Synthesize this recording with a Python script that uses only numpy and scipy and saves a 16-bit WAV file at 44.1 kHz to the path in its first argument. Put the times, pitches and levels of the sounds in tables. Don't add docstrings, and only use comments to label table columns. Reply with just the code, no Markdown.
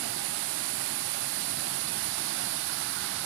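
import sys
import numpy as np
from scipy import signal
from scipy.io import wavfile
from scipy.ndimage import uniform_filter1d

SR = 44100
rng = np.random.default_rng(int(sys.argv[2]) if len(sys.argv) > 2 else 0)


def dump_mix(stems):
    frames = np.atleast_2d(stems).T
    limited = np.clip(frames, -1, 1)
    pcm = np.round(limited * 32767).astype(np.int16)
    wavfile.write(sys.argv[1], SR, pcm)


N = 143325
FRAME, HOP = 1024, 256

# frequency_hz, relative_level_db
WATER_COLOUR = [(20, -40), (60, -27), (115, -5), (200, -6), (330, -5), (390, -7.5), (455, -14.5), (600, -5),
                (760, -1), (1000, -6), (1200, -7.5), (1500, -5.5), (1750, -8), (2100, -7), (2400, -8.5),
                (2800, -7.5), (3150, -9), (3500, -6.5), (3900, -6), (4300, -4), (4700, -4), (5600, -9),
                (6900, -10), (8000, -7.5), (9200, -1.5), (10100, 1), (11200, -4.5), (13000, -13),
                (15000, -19)]
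# time_s, gain_db
ROAR_LEVEL = [(0, 2), (.3, -2), (.55, -1.5), (.85, -0.5), (1.1, -3.5), (1.5, 0.5), (1.75, -1.3),
              (1.95, -0.2), (2.15, -2), (2.35, -1), (2.7, -1.7), (3.25, 0.3)]
# time_s, gain_db
SPRAY_LEVEL = [(0, -0.1), (.5, 1), (1.1, 1.5), (1.7, 1), (2.3, -0.1), (2.8, -0.3), (3.25, -3)]
# centre_s, length_s, centre_hz, width_hz, right_db, left_db
BAND_SWELLS = [(.15, 0.35, 4500, 1200, 0, -1.5), (.9, 0.43, 2300, 700, 1.8, 4), (1.447, .5, 600, 250, 2, 2),
               (1.5, .5, 1500, 500, -1.5, 1), (1.5, .7, 4200, 600, 1.5, 2), (2.0, .6, 1410, 500, -1, 0),
               (2.0, .3, 5360, 500, 3, -1), (2.25, 0.23, 3740, 500, 2, 3),
               (2.948, 0.21, 610, 350, -3.5, -3), (2.97, .2, 1530, 200, 3, -1),
               (3.1, .4, 4000, 1500, 0, -2)]
# frequency_hz, left_minus_right_db
BODY_SHADOW = [(30, .1), (100, -.4), (215, -.8), (300, -1.8), (390, -2.9), (470, -4.1), (600, -8.5),
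               (780, -12.9), (1000, -13.4), (1350, -10.8), (1800, -13.6), (2370, -12.5), (3000, -12.5),
               (3900, -17.7), (4700, -19.4), (6000, -22.1), (7300, -22.8), (8600, -28), (10000, -29.4),
               (11500, -30), (14600, -30.4)]
# frequency_hz, coherence (0-1)
MIC_COHERENCE = [(30, .88), (80, .985), (350, .98), (470, .95), (620, .965), (780, .91), (1000, .67),
                 (1500, .67), (1850, .33), (2200, .55), (2600, .28), (4700, .52), (5500, .36), (7500, .34),
                 (10000, .57), (14600, .1)]
# time_s, share_of_pan (0-1)
PAN_PATH = [(0, 0.3), (.8, 0.32), (1.6, 0.49), (2.4, 0.63), (3.25, 0.77)]
# frequency_hz, right_db, left_db
PAN_COLOUR = [(90, 7, 7), (200, 0, -1), (380, 2.5, -1), (650, -2.5, -10), (1010, 5, 7), (1520, 4, 18),
              (2590, -1.5, 3), (3840, 3.7, 8), (4800, 4.5, 5), (5800, 6, .3), (7400, -4.5, -.3),
              (10000, 3.5, 2), (13500, 4, 7)]


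def gain_of(db):
    return 10 ** (np.asarray(db) / 20)


def unit_rms(x):
    return x / np.sqrt(np.mean(abs(x) ** 2) + 1e-20)


def over_hz(table, hz):
    table_hz, *columns = np.transpose(table)
    return [np.interp(np.log(hz + 1), np.log(table_hz + 1), column)[:, None] for column in columns]


def over_time(table, t):
    return np.interp(t, *np.transpose(table))


def warble_and_flicker(t, hz, warble_db=1.02, flicker_db=.5):
    warble, flicker = rng.standard_normal((len(t), len(hz), 2)).T
    warble = uniform_filter1d(uniform_filter1d(warble, size=3, axis=0), size=9, axis=1)
    flicker = uniform_filter1d(uniform_filter1d(flicker, size=120, axis=0), size=3, axis=1)
    return warble_db * unit_rms(warble) + flicker_db * unit_rms(flicker)


def bubbles(pitches=40, per_s=1500, cycles=23.3, rise=0.0848, size_db=3):
    out = np.zeros(N)
    for pitch_hz in np.linspace(503.4, 10960, pitches):
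        born = rng.random(N) < per_s / pitches / SR
        strength = gain_of(size_db * np.minimum(rng.exponential(1, N), 3))
        age = np.arange(4000) / SR * pitch_hz / cycles
        ping = np.sin(2 * np.pi * cycles * age * (1 + rise * age)) * age * np.exp(-3 * age)
        out += signal.oaconvolve(born * strength, ping / np.linalg.norm(ping))[:N]
    return out


def swells(t, hz):
    out = np.zeros((2, len(hz), len(t)))
    for centre_s, length_s, centre_hz, width_hz, right_db, left_db in BAND_SWELLS:
        band = np.exp(-(2 * (hz - centre_hz) / width_hz) ** 2)
        moment = np.exp(-(2 * (t - centre_s) / length_s) ** 2)
        out += np.multiply.outer([left_db, right_db], np.outer(band, moment))
    return out


def spray(t, hz, above_hz=7500):
    return np.outer(1 / (1 + (above_hz / (hz + 1)) ** 8), over_time(SPRAY_LEVEL, t))


def roar(t, hz, below_hz=360):
    return np.outer(1 / (1 + (hz / below_hz) ** 8), over_time(ROAR_LEVEL, t))


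def rush(t, hz):
    real, imaginary = rng.standard_normal((2, len(hz), len(t)))
    return unit_rms(real + 1j * imaginary)


def microphones(water, t, hz, around_body_s=.00052, port_hz=620):
    lag = 2 * np.pi * hz * around_body_s + np.arctan(hz / port_hz)
    late = water * np.exp(-1j * lag)[:, None]
    coherence = over_hz(MIC_COHERENCE, hz)[0]
    left = coherence * late + np.sqrt(1 - coherence ** 2) * rush(t, hz)
    shadow_db = over_hz(BODY_SHADOW, hz)[0]
    pan = over_time(PAN_PATH, t) - .5
    right_db, left_db = over_hz(PAN_COLOUR, hz)
    return np.array([left * gain_of(shadow_db + left_db * pan), water * gain_of(right_db * pan)])


def torrent(bubble_db=-19):
    pings = signal.stft(bubbles(), nperseg=FRAME, noverlap=FRAME - HOP)[2]
    hz = np.fft.rfftfreq(FRAME, 1 / SR)
    t = np.arange(pings.shape[1]) * HOP / SR
    water = rush(t, hz) + gain_of(bubble_db) * unit_rms(pings)
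    pair = microphones(water, t, hz)
    colour_db = over_hz(WATER_COLOUR, hz)[0] + roar(t, hz) + spray(t, hz) + swells(t, hz)
    colour_db += warble_and_flicker(t, hz)
    return signal.istft(pair * gain_of(colour_db), nperseg=FRAME, noverlap=FRAME - HOP)[1][:, :N]


def scene(level_db=-28):
    pair = torrent()
    return gain_of(level_db) * pair / np.sqrt(np.mean(pair[1] ** 2))


def record(dry):
    lowpass = signal.firwin(511, 15330, window=("kaiser", 9), fs=SR)
    return signal.oaconvolve(dry, lowpass[None], "same")


dry = scene()
out = record(dry)
dump_mix(out)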